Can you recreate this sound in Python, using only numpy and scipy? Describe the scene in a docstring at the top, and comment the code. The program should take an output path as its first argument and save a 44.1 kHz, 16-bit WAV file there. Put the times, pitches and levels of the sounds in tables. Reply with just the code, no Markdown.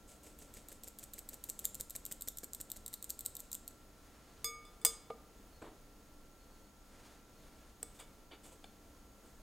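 """Soft pats and ticks, six a second: a wire sieve of flour swings against a palm, close to the microphone
in a quiet kitchen. Its loose mesh ticks in the rim, more freely as the flour runs out. The emptied sieve
clinks on the glass bowl and is laid across it; a sleeve brushes past, and a second bowl is picked up,
touches the sieve and tips ground almonds into it. An appliance hums faintly behind; the sound is
almost mono."""
import sys
import numpy as np
from scipy import signal
from scipy.fft import rfft, irfft, next_fast_len
from scipy.io import wavfile
from scipy.ndimage import map_coordinates

SR = 44100
rng = np.random.default_rng(int(sys.argv[2]) if len(sys.argv) > 2 else 0)


def to_wav(sig):
    """Store sig (one row per channel, or 1-D mono) as 16-bit WAV at the path in sys.argv[1].

    Samples outside -1..1 are clipped; the rate is SR.
    """
    pcm = np.clip(np.atleast_2d(sig), -1, 1) * 32767
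    pcm = np.round(pcm).astype(np.int16)
    wavfile.write(sys.argv[1], SR, pcm.T)  # frames by channels


N = 415404

# Modes of the sieve's steel rim. Each row: frequency in Hz, relative level in dB, t60 in seconds.
RIM_MODES = [(7131, -5.5, .14), (7200, -6, .16), (7720, -3, .13), (7795, -2, .13), (7864, 0, .13),
             (8040, -3, .12), (8114, -2, .13), (8522, 1, .14), (9061, 3, .13), (11650, -11, .13),
             (15192, -8, .12)]
# Flour or meal running over the wires. Each row: frequency in Hz, relative level in dB.
POWDER_SPECTRUM = [(150, -14), (550, 6.5), (1200, -17), (2500, -6.5), (4000, -8.5), (5500, -8.5), (8000, 2),
                   (10200, -8), (13000, -10.5), (16000, -20.5)]
# Colour of the stereo side signal. Each row: frequency in Hz, relative gain in dB.
SIDE_SPECTRUM = [(30, -27), (130, -16), (300, -20.5), (1500, -14.5), (5000, -10.5), (8000, -15),
                 (15000, -38)]


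def amp(db):
    return 10 ** (np.asarray(db) / 20)


def unit(x):
    """Scale to an rms of one."""
    return x / np.sqrt(np.mean(np.abs(x) ** 2) + 1e-20)


def along(points, hz):
    """Interpolate (Hz, value) points on a log frequency axis."""
    freqs, values = np.transpose(points)
    return np.interp(np.log(hz + 1), np.log(freqs), values)


def wobble(rate):
    """A smooth random curve, rate knots a second."""
    knots = rng.standard_normal(int(N * rate / SR) + 4)
    return map_coordinates(knots, [np.arange(N) * rate / SR])


def filtered(x, response):
    """Filter x by a gain given as a function of Hz."""
    size = next_fast_len(N + SR // 2)
    return irfft(rfft(x, size) * response(np.fft.rfftfreq(size, 1 / SR)), size)[..., :N]


def coloured(x, spectrum, size=4096):
    """Causal filter with a (Hz, dB) shape that keeps the power of white noise."""
    gain = unit(amp(along(spectrum, np.fft.rfftfreq(size, 1 / SR))))
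    cepstrum = irfft(np.log(gain + 1e-6))
    cepstrum[1:size // 2] *= 2  # fold to minimum phase
    cepstrum[size // 2 + 1:] = 0
    return signal.oaconvolve(x, irfft(np.exp(rfft(cepstrum))))[:N]


def add(track, start_s, sound):
    """Mix a sound into a track at start_s."""
    start = round(start_s * SR)
    sound = sound[max(-start, 0):max(N - start, 0)]
    track[max(start, 0):][:len(sound)] += sound


def bursts(rows, rise_s, grain_db=0, steep=1):
    """White bursts (start s, dB) that peak after rise_s; steep shortens them, grain_db adds grit."""
    rows, power = list(rows), np.zeros(N)
    for (start, db), peak_s in zip(rows, np.broadcast_to(rise_s, len(rows))):
        age = np.arange(int(10 * peak_s * SR) + 2) / (peak_s * SR)
        envelope = amp(db) * (age * np.exp(1 - age)) ** steep
        add(power, start, envelope ** 2)
    grit = unit(amp(grain_db * wobble(900)))
    return np.sqrt(power) * grit * rng.choice([-1, 1], N)


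def ringing(modes, t, scatter_db, twin=0, detune=0):
    """Decaying modes at randomly scattered levels; an optional detuned twin makes each one beat."""
    hz, db, t60 = np.transpose(modes)[:, :, None]
    phase = 2 * np.pi * hz * t
    level = amp(db + scatter_db * rng.standard_normal(hz.shape) - 60 * t / t60)
    return np.sum(level * (np.sin(phase) - twin * np.sin(phase * (1 + detune))), axis=0)


def resonance(hz, centre_hz, width_hz):
    """Gain of one narrow peak, halved at width_hz to either side."""
    return 1 / (1 + ((hz - centre_hz) / width_hz) ** 2)


def room_tone():
    """Rumble and hiss of the quiet kitchen, as mid and side."""
    # Each row: frequency in Hz, relative level in dB.
    air_spectrum = [(12, -47), (20, 0.5), (88, -14), (145, -18), (167, -24), (197, -12.5), (292, -17),
                    (375, -20), (469, -19), (1050, -27), (1390, -28.5), (2370, -34), (5780, -35.5),
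                    (6650, -35.5), (15800, -39.5)]
    top_hz = 15850
    noise = rng.standard_normal((2, N))
    air = unit(filtered(noise, lambda hz: amp(along(air_spectrum, hz)) * (hz < top_hz)))
    mid = amp(-60 + .56 * wobble(7.6)) * air[0]
    side = filtered(amp(-54.5) * air[1], lambda hz: amp(along(SIDE_SPECTRUM, hz)))
    return mid, side


def appliance():
    """Wavering hum lines and a thin high whine in the background."""
    # Each row: frequency in Hz, rms level in dB.
    hum_lines = [(60, -74), (147, -79.5), (295.5, -74.5), (1357, -76)]
    hum, t = np.zeros(N), np.arange(N) / SR
    for hz, db in hum_lines:
        level = np.sqrt(2) * amp(db + .8 * wobble(3))
        hum += level * np.sin(2 * np.pi * hz * t + .8 * wobble(3))
    whine = filtered(rng.standard_normal(N), lambda hz: resonance(hz, centre_hz=6660, width_hz=130))
    return hum + amp(-80) * unit(whine)


def kitchen_echo(x):
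    """A short diffuse echo reaches the microphone 4 ms late; its treble dies first."""
    # Each row: frequency in Hz, t60 in seconds.
    decay_times = [(200, 0.72), (2000, 0.55), (8000, 0.34), (15000, 0.13)]
    hz, t, noise = signal.stft(rng.standard_normal(SR // 2), SR, nperseg=256)
    decay = amp(-60 * t / along(decay_times, hz)[:, None])
    _, tail = signal.istft(noise * decay, SR, nperseg=256)
    response = np.pad(tail / np.linalg.norm(tail), (int(.004 * SR), 0))
    return signal.oaconvolve(x, response)[:N]


def sleeve():
    """Cloth slides on cloth in uneven catches as the palm withdraws and as the bowl is lifted."""
    # Each row: time in seconds, level in dB.
    brushing = [(3.8, -92), (4.05, -70.5), (4.42, -68.5), (4.6, -100), (6.75, -95), (6.92, -68),
                (7.02, -64.5), (7.14, -64.5), (7.25, -79), (7.45, -70.5), (7.7, -71), (7.85, -95)]
    # Each row: frequency in Hz, relative level in dB.
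    cloth_spectrum = [(150, -12), (600, 2), (1500, -1.5), (3000, -5.5), (6000, -8), (9000, -10),
                      (15000, -28)]
    level_db = np.interp(np.arange(N) / SR, *np.transpose(brushing)) + 1.5 * wobble(60)
    return coloured(amp(level_db) * rng.standard_normal(N), cloth_spectrum)


def finger_rubs():
    """Short catches of skin on glaze excite one narrow resonance of the second bowl."""
    # Each row: start in seconds, level in dB.
    catches = [(5.52, -72), (6.39, -76), (6.5, -75), (6.61, -76), (7.34, -77), (8.63, -74)]
    friction = bursts(catches, rise_s=.025, grain_db=1)
    return filtered(friction, lambda hz: unit(resonance(hz, centre_hz=4330, width_hz=83)))


def second_bowl():
    """The bowl bumps as it is picked up, scrapes on the rim and sheds lumps of meal on the mesh."""
    # Each row: start and time to peak in seconds, then thump, scrape and falling meal in dB.
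    handling = [(5.617, 0.0061, -46.5, -77, -65.5), (5.633, 0.022, -51.5, -68, -74),
                (7.94, 0.015, -79, -72, -64), (7.987, 0.013, -71, -56, -58),
                (8.308, 0.015, -59, -55.5, -78), (8.43, 0.022, -64, -68, -58.5),
                (8.512, 0.015, -64.5, -80, -63.5), (8.641, .0014, -80, -46.5, -63),
                (9.23, 0.032, -69, -88, -70)]
    # Each row: frequency in Hz, width in Hz, relative level in dB.
    stoneware_modes = [(810, 220, 7), (1585, 240, 4.5), (2300, 230, 4.5), (2950, 170, 6), (3520, 250, 5.5),
                       (4630, 60, 4)]
    # Each row: frequency in Hz, relative level in dB.
    thump_spectrum = [(80, -6.5), (200, -11), (320, 5), (600, -0.5), (950, -5.5), (1500, -12), (4000, -26),
                      (15000, -69)]

    def body(hz):
        return unit(sum((-1) ** k * amp(db) * 1j * hz * width / (centre ** 2 - hz ** 2 + 1j * hz * width)
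                        for k, (centre, width, db) in enumerate(stoneware_modes)))

    starts, rise_s, *levels = np.transpose(handling)
    thump, scrape, lumps = (bursts(zip(starts, db), rise_s, grain_db=1.5) for db in levels)
    return coloured(thump, thump_spectrum) + filtered(scrape, body) + coloured(lumps, POWDER_SPECTRUM)


def clinks():
    """The sieve or the second bowl strikes: the glass bowl and steel rim ring, the wires clash."""
    # Each row: start in seconds, glass ring in dB, brightness in Hz, longest glass t60 in seconds,
    # then rim ring, rim clash, mesh crack and knock in dB.
    contacts = [(4.444, -39, 16000, 0.77, -55, -37, -30, -62),
                (4.651, -52.5, 3600, 0.3, -72, -63, -66, -73),
                (4.815, -56.5, 3500, 0.15, -67.5, -58, -68, -73),
                (4.8494, -35.5, 8000, 0.23, -34.5, -29, -16.5, -39),
                (4.8524, -60, 7000, 0.27, -57, -19, -28, -44),
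                (4.8648, -48.5, 3600, 0.55, -57, -31.5, -37, -57),
                (5.102, -31, 1390, 0.11, -80, -69, -78, -38.5),
                (7.8286, -54.5, 3000, 0.24, -79, -32.5, -47, -47.5),
                (7.999, -54.5, 3100, 0.26, -62, -49, -66, -80),
                (8.6423, -55, 3570, 0.044, -80, -60, -70, -76)]
    # Each row: frequency in Hz, relative level in dB, t60 in seconds.
    glass_modes = [(463, -12.5, .9), (1213, -8, 1.2), (2234, -7.5, .75), (3494, -2, .22), (4931, 3.5, .19),
                   (6541, 0, .26), (6826, -10, .2), (8277, -2, .19), (10140, -10, .22), (12100, -5, .16),
                   (13180, -13, .16), (14150, -14, .17)]
    # Three impact spectra. Each row: frequency in Hz, relative level in dB.
    clash_spectrum = [(200, -26), (1000, -13.5), (4000, -15), (6500, -11.5), (7900, 2.5), (8800, 8.5),
                      (9700, -12.5), (12000, -18), (14500, -13), (16500, -20)]
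    crack_spectrum = [(200, -22), (1000, -10.5), (4000, -12), (7000, -2.5), (9000, -3), (10200, -6.5),
                      (11800, -1), (14600, 2), (15600, -21), (16500, -27)]
    knock_spectrum = [(80, -14), (300, -13), (540, 9), (740, 4.5), (1200, -14), (1700, -23), (3000, -19.5),
                      (6000, -38), (15000, -63)]
    ring, t = np.zeros(N), np.arange(int(.8 * SR)) / SR
    # the sieve settles against the glass and stifles the longest notes
    settling = amp(-170 * np.maximum(t - .19, 0))
    for start, glass_db, bright_hz, longest_s, rim_db, _, _, knock_db in contacts:
        # a soft contact reaches only the low modes
        modes = [(hz, db - 10 * np.log10(1 + (hz / bright_hz) ** 8), min(t60, longest_s))
                 for hz, db, t60 in glass_modes]
        glass = ringing(modes, t, scatter_db=.7, twin=.2, detune=.003)
        add(ring, start, amp(glass_db) * settling * glass)
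        # the weight of a knock flexes the whole bowl in its lowest mode
        add(ring, start, amp(knock_db + 1.2) * ringing(modes[:1], t, scatter_db=2))
        add(ring, start, amp(rim_db) * ringing(RIM_MODES, t, scatter_db=1.5))
    starts, *_, clash_db, crack_db, knock_db = np.transpose(contacts)
    clash = bursts(zip(starts, clash_db), rise_s=.001)
    crack = bursts(zip(starts, crack_db), rise_s=.00066)
    rattle = bursts(zip(starts, crack_db - 22), rise_s=.006, grain_db=3)
    knock = bursts(zip(starts, knock_db), rise_s=.0024)
    return (ring + coloured(clash, clash_spectrum) + coloured(crack + rattle, crack_spectrum)
            + coloured(knock, knock_spectrum))


def palm_pats(starts):
    """The rim meets the palm: skin gives a short slap, the flesh behind it a softer thud."""
    # Firmness of the pats. Each row: time in seconds, level in dB.
    push = [(.1, -64.5), (.55, -56.5), (1.35, -56), (1.95, -49.5), (2.27, -47.5), (2.45, -52), (2.9, -58),
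            (3.7, -68)]
    # Spectra of skin and flesh. Each row: frequency in Hz, relative level in dB.
    slap_spectrum = [(200, -3), (1000, -18), (1600, -1), (2400, 1), (3300, -16), (8000, -6), (15000, -20)]
    thud_spectrum = [(60, 5), (200, -5.5), (500, -1.5), (1000, -18.5), (2000, -13.5), (3000, -19.5),
                     (8000, -6.5), (15000, -33)]
    push_db = np.interp(starts, *np.transpose(push))
    slap = bursts(zip(starts, push_db - 3), rise_s=.0012)
    thud = bursts(zip(starts, push_db + 4.5), rise_s=.003)
    return coloured(slap, slap_spectrum) + coloured(thud, thud_spectrum)


def loose_mesh(ticks):
    """At each tick (start s, dB) the mesh snaps, the wires chatter and the rim sings faintly."""
    # Each row: frequency in Hz, relative level in dB.
    mesh_spectrum = [(300, -46), (2300, -27.5), (3100, -19), (3850, -9), (4900, -16), (6200, -13.5),
                     (7000, -3), (7700, 1), (9000, -4.5), (10600, -12.5), (12100, -3), (13800, -2),
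                     (15000, -11), (16500, -31)]
    snaps = bursts(ticks, rise_s=.0009, grain_db=2, steep=1.8)
    chatter = bursts([(start, db - 15) for start, db in ticks], rise_s=.0026)
    rim = ringing(RIM_MODES[:8], np.arange(SR // 5) / SR, scatter_db=1.5)
    singing = signal.oaconvolve(snaps, rim / np.linalg.norm(rim))[:N]
    return coloured(snaps + chatter, mesh_spectrum) + amp(-19) * singing


def sifting():
    """Each swing slides flour, ticks twice at the turn, then pats the palm and snaps the mesh."""
    # Each row: turn of the swing in seconds, touch of the palm in seconds, snap of the mesh in dB.
    strokes = [(0.081, .115, -64), (0.234, .2675, -58), (0.388, 0.4195, -59), (.539, 0.568, -54),
               (.685, .716, -48), (.835, 0.872, -40.5), (.987, 1.028, -40.5), (1.135, 1.1798, -37),
               (1.289, 1.331, -39.5), (1.439, 1.4875, -28.5), (1.591, 1.642, -24), (1.745, 1.798, -29.5),
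               (1.897, 1.951, -34.5), (2.052, 2.112, -30), (2.2093, 2.274, -29), (2.3715, 2.432, -36),
               (2.533, 2.601, -34), (2.7008, 2.76, -43.5), (2.8617, 2.9285, -30.5), (3.0255, 3.0925, -28),
               (3.1912, 3.25, -27), (3.352, 3.392, -37), (3.5156, 3.54, -34.5), (3.6778, 3.706, -74)]
    # The mesh flies longer and lands harder as it gets lighter.
    # Each row: time in seconds, flight in seconds, level of the second tick in dB.
    rebounds = [(.3, .009, -63), (.85, 0.0077, -46), (1.42, .002, -43.5), (1.9, 0.0088, -34.5),
                (2.4, 0.013, -34.5), (2.9, .0178, -35.5), (3.52, .0135, -34.5), (3.68, .008, -54)]
    empty_s, snap_delay_s = 2.8, .01055  # flour has run through; lag from palm to snap
    turn_s, palm_s, snap_db = np.transpose(strokes)
    load = np.clip(1 - turn_s / empty_s, 0, 1)
    tick_db = -37 - 31.5 * load ** 6.2  # only a deep layer of flour muffles the first tick
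    times, *columns = np.transpose(rebounds)
    flight_s, rebound_db = (np.interp(turn_s, times, column) for column in columns)
    lead_db = (tick_db + snap_db) / 2
    mesh = loose_mesh([*zip(turn_s, tick_db),
                       *zip(turn_s + flight_s, rebound_db),
                       *zip(palm_s, lead_db - 13.5),  # two lesser ticks lead up to the snap
                       *zip(palm_s + snap_delay_s / 2, lead_db - 7),
                       *zip(palm_s + snap_delay_s, snap_db)])
    # the slide starts just ahead of the turn and fades as the flour runs out
    slides = zip(turn_s - .0069, -60 - 16.5 * (1 - load) ** 2)
    extra_slide = (3.4, -66)  # one faint slide of flour during the final swings: seconds, dB
    flour = bursts([*slides, extra_slide], rise_s=.03, grain_db=2.5)
    return mesh + coloured(flour, POWDER_SPECTRUM) + palm_pats(palm_s)


def scene():
    """The work is close to the microphone and centred; only the room gives a little width."""
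    near = sifting() + clinks() + second_bowl() + sleeve()
    mid, side = room_tone()
    mid = mid + appliance() + near + finger_rubs() + amp(-13) * kitchen_echo(near)
    side = side + filtered(kitchen_echo(near), lambda hz: amp(along(SIDE_SPECTRUM, hz) - 33))
    return np.array([mid + side, mid - side])


def record(dry):
    """The recorder keeps nothing above its band limit."""
    top_hz = 16300
    return filtered(dry, lambda hz: 1 / np.sqrt(1 + (hz / top_hz) ** 160))


dry = scene()
out = record(dry)
to_wav(out)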